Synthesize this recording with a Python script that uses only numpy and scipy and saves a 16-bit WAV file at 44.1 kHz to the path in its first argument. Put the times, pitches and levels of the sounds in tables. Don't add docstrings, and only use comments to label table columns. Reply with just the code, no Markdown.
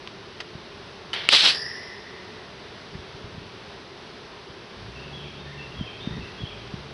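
import sys
import numpy as np
from scipy import signal
from scipy.fft import rfft, irfft, next_fast_len
from scipy.io import wavfile
from scipy.ndimage import map_coordinates

SR = 44100
rng = np.random.default_rng(int(sys.argv[2]) if len(sys.argv) > 2 else 0)


def master(y):
    cut = np.clip(np.atleast_2d(y).T, -1, 1)
    pcm = np.round(cut * 32767)
    wavfile.write(sys.argv[1], SR, pcm.astype(np.int16))


N = 305613

# when it opens and when it closes, in seconds.
REVS = [(4.77, 5.61), (6.52, 7.0)]
LEAK_S, POP_S, OPEN_S, GLIDE_S, SPENT_S = 1.135, 1.289, 1.313, 1.465, 1.492


def amp(db):
    return 10 ** (np.asarray(db) / 20)


def unit(x):
    return x / np.sqrt(np.mean(x ** 2) + 1e-20)


def wobble(rate):
    knots = rng.standard_normal(int(N * rate / SR) + 5)
    coarse = np.linspace(0, N, 4096)
    return np.interp(np.arange(N), coarse, map_coordinates(knots, [coarse * rate / SR + rng.random()]))


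def filtered(x, response):
    size = next_fast_len(N + SR // 2)
    return irfft(rfft(x, size) * response(np.fft.rfftfreq(size, 1 / SR)), size)[:N]


def noise(colour):
    points_hz, db = np.transpose(colour)
    response = lambda hz: amp(np.interp(np.log(hz + 1), np.log(points_hz), db))
    return unit(filtered(rng.standard_normal(N), response))


def cycle(hz):
    return 2 * np.pi * np.cumsum(hz) / SR


def add(track, start_s, sound):
    part = track[max(round(start_s * SR), 0):][:len(sound)]
    part += sound[:len(part)]


def envelope(start_s, attack_s, hold_s, t60):
    age = np.arange(N) / SR - start_s
    return np.clip(age / attack_s, 0, 1) * amp(-60 * np.maximum(age - attack_s - hold_s, 0) / t60)


def swell(middle_s, length_s):
    return np.exp(-(2 * (np.arange(N) / SR - middle_s) / length_s) ** 2)


def hush(level_db=-43.5, drift_db=0.97, waver_db=0.5):
    # frequency in Hz, relative level in dB.
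    air_colour = [(25, -10), (60, 0), (140, 3), (280, -1), (520, -2), (1000, -4), (2200, -7.5), (3600, -7),
                  (4800, -10), (5800, -15.5), (6700, -24), (7600, -27), (10800, -32.5)]
    return amp(level_db + drift_db * wobble(0.89) + waver_db * wobble(7)) * noise(air_colour)


def revving(spin_up_s=.39, run_down_s=.3):
    t, speed = np.arange(N) / SR, np.zeros(N)
    for opens, closes in REVS:
        climb = np.sin(np.pi / 2 * np.clip((t - opens) / spin_up_s, 0, 1))
        speed += (1 - speed) * climb * np.exp(-np.maximum(t - closes, 0) / run_down_s)
    return speed


def engine(idle_hz=45, full_hz=71.5, load_db=-44, coast_db=-52, lead_s=0.057, jitter=.006, throb_db=2.5):
    # multiple of the firing rate, relative level in dB.
    exhaust = [(1, 2.5), (2, 7), (3, -14), (4, -36.5), (5, -12)]
    firing_hz = idle_hz + (full_hz - idle_hz) * revving()
    phase = cycle(firing_hz * (1 + jitter * wobble(24.85)))
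    orders = sum(amp(db + throb_db * wobble(18)) * np.sin(k * phase + rng.uniform(0, 2 * np.pi))
                 for k, db in exhaust)
    rumble = amp(-8) * noise([(25, -1), (60, -3), (200, 6), (350, -15), (900, -54), (3000, -90)])
    load = sum(envelope(opens - lead_s, attack_s=.1, hold_s=closes - opens, t60=1.7)
               for opens, closes in REVS)
    running = np.maximum.accumulate(load)
    gain = np.maximum(amp(load_db) * load, amp(coast_db) * running)
    return gain * (unit(orders) + rumble)


def bird(direct_db=-2.5, echo_db=1, echo_t60=1.05, echo_rise_s=0.019, quaver=.01, flicker_db=2.5):
    # offset and length in seconds,
    # pitch at start, middle and end in Hz, relative level in dB.
    phrase = [(0, .062, 2810, 2623, 2950, -42.5), (0.172, .092, 3240, 3300, 2954, -41.5),
              (0.282, 0.044, 2875, 2523, 2210, -45), (.427, .06, 3430, 3680, 3480, -44.5),
              (0.496, .1, 1740, 1867, 2205, -48.5)]
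    # start in seconds, relative level in dB.
    repeats = [(4.952, -.5), (5.574, 2), (6.204, 0.8)]
    song, age = np.zeros(N), np.arange(SR) / SR
    echo_fade = amp(-60 * age / echo_t60) * (1 - np.exp(-age / echo_rise_s))
    for start_s, phrase_db in repeats:
        for offset_s, length_s, *arch_hz, note_db in phrase:
            onset_s = start_s + offset_s
            if onset_s > 6.58:
                break
            length = int(length_s * SR)
            hz = np.polyval(np.polyfit([0, .5, 1], arch_hz, 2), np.linspace(0, 1, length))
            hz *= 1 + quaver * wobble(120)[:length]
            gain = amp(phrase_db + note_db + flicker_db * wobble(74)[:length])
            note = gain * np.sin(cycle(hz)) * signal.windows.tukey(length, .2)
            trees = echo_fade * rng.standard_normal(SR)
            add(song, onset_s, amp(direct_db) * note)
            add(song, onset_s, amp(echo_db) * signal.fftconvolve(note, trees / np.linalg.norm(trees)))
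    return song


def handling(bump_gain_db=3, rise_cycles=0.34, grip_gain_db=-2):
    # time in seconds, relative level in dB, pitch in Hz.
    bumps = [(0.553, -24, 141), (2.955, -28, 188), (3.148, -28, 116), (3.242, -26, 100), (3.38, -26, 139),
             (4.5, -30.5, 128), (5.811, -14.5, 179.7), (6.074, -13, 196), (6.109, -22.5, 137),
             (6.167, -21.5, 184), (6.436, -18.5, 136), (6.74, -17.5, 160)]
    # middle and length in seconds, relative level in dB.
    grip_shifts = [(.62, .4, -53), (2.964, .09, -38.5), (3.353, 0.37, -42), (5.807, 0.08, -35.5),
                   (6.17, 0.23, -33.5), (6.43, 0.093, -34.5)]
    thuds, t = np.zeros(N), np.arange(SR // 10) / SR
    for time_s, db, hz in bumps:
        age = t * hz / rise_cycles
        push = age * np.exp(1 - age) / 2
        add(thuds, time_s - .001, amp(db + bump_gain_db) * push * np.sin(2 * np.pi * hz * t))
    rumble = noise([(20, -11), (60, 3), (160, 4), (280, -6), (500, -18), (1500, -70)])
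    grip = sum(amp(db + grip_gain_db) * swell(time_s, length_s) for time_s, length_s, db in grip_shifts)
    return thuds + grip * rumble


def bees(wing_hz=198, spread=.095, wander=.03, swell_db=3, level_db=-48, count=18):
    # multiple of the wingbeat, relative level in dB.
    wing_harmonics = [(1, -9.5), (2, 1), (3, -11.5), (4, -30), (5, -8), (6, -25), (7, -13.5), (8, -18),
                      (9, -11.5)]
    angles = np.linspace(0, 2 * np.pi, 1024)
    stroke = sum(amp(db) * np.sin(k * angles) for k, db in wing_harmonics)
    swarm = np.zeros(N)
    for offset in np.linspace(-1, 1, count):
        beat_hz = wing_hz * (1 + spread * np.tan(offset) + wander * wobble(7))
        nearness = amp(swell_db * wobble(2.883))
        phase = (cycle(beat_hz) + rng.uniform(0, 2 * np.pi)) % (2 * np.pi)
        swarm += nearness * np.interp(phase, angles, stroke)
    return amp(level_db) * unit(swarm)


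def snaps(rise_s=0.00023):
    # start in seconds, level in dB, pitch in Hz, ring t60 in seconds,
    # rattle level against the ring in dB, rattle t60 in seconds.
    clicks = [(0.0746, -9, 2600, 0.0018, -25.5, 0.019), (0.4029, -19.5, 2880, .005, -8, 0.058),
              (1.132, -17, 3020, 0.027, -8.5, 0.022), (1.2893, 10.5, 2700, 0.0031, -20, 0.015)]
    track, t = np.zeros(N), np.arange(SR // 8) / SR
    grit = noise([(100, -15), (1400, 1.5), (4600, -1), (7000, -14.5), (11000, -32)])
    for start_s, db, hz, ring_t60, rattle_db, rattle_t60 in clicks:
        ring = amp(-60 * t / ring_t60) * (1 - np.exp(-t / rise_s)) * np.sin(2 * np.pi * hz * t)
        rattle = amp(rattle_db - 60 * t / rattle_t60) * grit[round(start_s * SR):][:len(t)]
        add(track, start_s, amp(db) * (ring + rattle))
    return track


def glide(start_hz, end_hz, settle_s):
    age = np.maximum(np.arange(N) / SR - GLIDE_S, 0)
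    return end_hz + (start_hz - end_hz) * np.exp(-age / settle_s)


def airy_band(centre_hz, width_hz):
    low_pass = lambda hz: 1 / np.sqrt(1 + (2 * hz / width_hz) ** 6)
    band = lambda: filtered(rng.standard_normal(N), low_pass)
    phase = cycle(centre_hz)
    return unit(band() * np.cos(phase) + band() * np.sin(phase))


def ringing(low_db=-36, high_db=-28.5, companion_db=-6, octave_db=-22):
    low = airy_band(glide(start_hz=1660, end_hz=1940, settle_s=.19), width_hz=290)
    high_hz = glide(start_hz=3800, end_hz=5120, settle_s=.055)
    high = airy_band(high_hz, width_hz=660)
    high += amp(companion_db) * airy_band(high_hz + 430, width_hz=290)
    high += amp(octave_db) * airy_band(2 * high_hz + 300, width_hz=710)
    return (amp(low_db) * envelope(OPEN_S, attack_s=0.18, hold_s=.05, t60=2.67) * low
            + amp(high_db) * envelope(OPEN_S, attack_s=0.036, hold_s=0.14, t60=1.14) * high)


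def jet(leak_db=-28, crack_db=-25, full_db=-17, opening_s=0.011):
    # frequency in Hz, relative level in dB.
    leak_colour = [(180, -42), (300, -15), (667, -12.5), (1290, -11), (2190, -2), (2400, -7), (3240, -1),
                   (4800, -11.5), (6990, -35), (11000, -37), (14300, -70), (22000, -120)]
    jet_colour = [(150, -42), (600, -21), (1400, -14.5), (2300, -8), (3000, -1.5), (3500, -0.5), (3900, 0),
                  (4500, -3.5), (5300, -8.5), (6400, -19.5), (7700, -16.5), (9200, -27), (10800, -31)]
    # middle in seconds, extra level in dB.
    surges = [(1.356, 2.5), (1.465, 1)]
    before_pop = np.arange(N) / SR < POP_S
    seep = amp(leak_db) * envelope(LEAK_S, attack_s=.004, hold_s=0, t60=0.93) * before_pop
    flow = amp(crack_db) * envelope(POP_S, attack_s=0.0034, hold_s=OPEN_S - POP_S, t60=0.13)
    flow += amp(full_db) * envelope(OPEN_S, opening_s, hold_s=SPENT_S - OPEN_S - opening_s, t60=.22)
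    flow *= amp(sum(db * swell(middle_s, length_s=0.033) for middle_s, db in surges))
    return seep * noise(leak_colour) + flow * noise(jet_colour)


def vent(flutter_db=1.15):
    # start in seconds, level in dB, rise and t60 in seconds.
    gushes = [(1.133, -25.5, 0.0016, 0.067), (1.325, -14.5, 0.0012, 0.11), (1.428, -21, 0.012, 0.37)]
    # frequency in Hz, relative level in dB.
    gush_colour = [(60, -30), (200, -3.5), (500, 0), (1000, 0.5), (2000, -1), (3000, -7), (4700, -1),
                   (6500, -11.5), (10800, -18.5)]
    t = np.arange(N) / SR
    hiss = jet() + ringing()
    spray = noise(gush_colour)
    for start_s, db, rise_s, t60 in gushes:
        age = np.maximum(t - start_s, 0)
        hiss += amp(db - 60 * age / t60) * (1 - np.exp(-age / rise_s)) * spray
    return hiss * amp(flutter_db * wobble(220))


def scene():
    return (hush() + bees() + vent() + snaps() + handling() + engine() + bird())[None]


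def record(dry, low_cut_hz=25, top_hz=11200):
    treble_dips = [(7000, 670), (8500, 610), (10000, 180)]

    def response(hz):
        low_cut = (1j * hz / (low_cut_hz + 1j * hz)) ** 2
        notches = [(centre ** 2 - hz ** 2) / (centre ** 2 - hz ** 2 + 2j * hz * width)
                   for centre, width in treble_dips]
        return low_cut * np.prod(notches, axis=0)

    clipped = np.clip(filtered(dry[0], response), -1, 1)
    return filtered(clipped, lambda hz: hz < top_hz)[None]


dry = scene()
out = record(dry)
master(out)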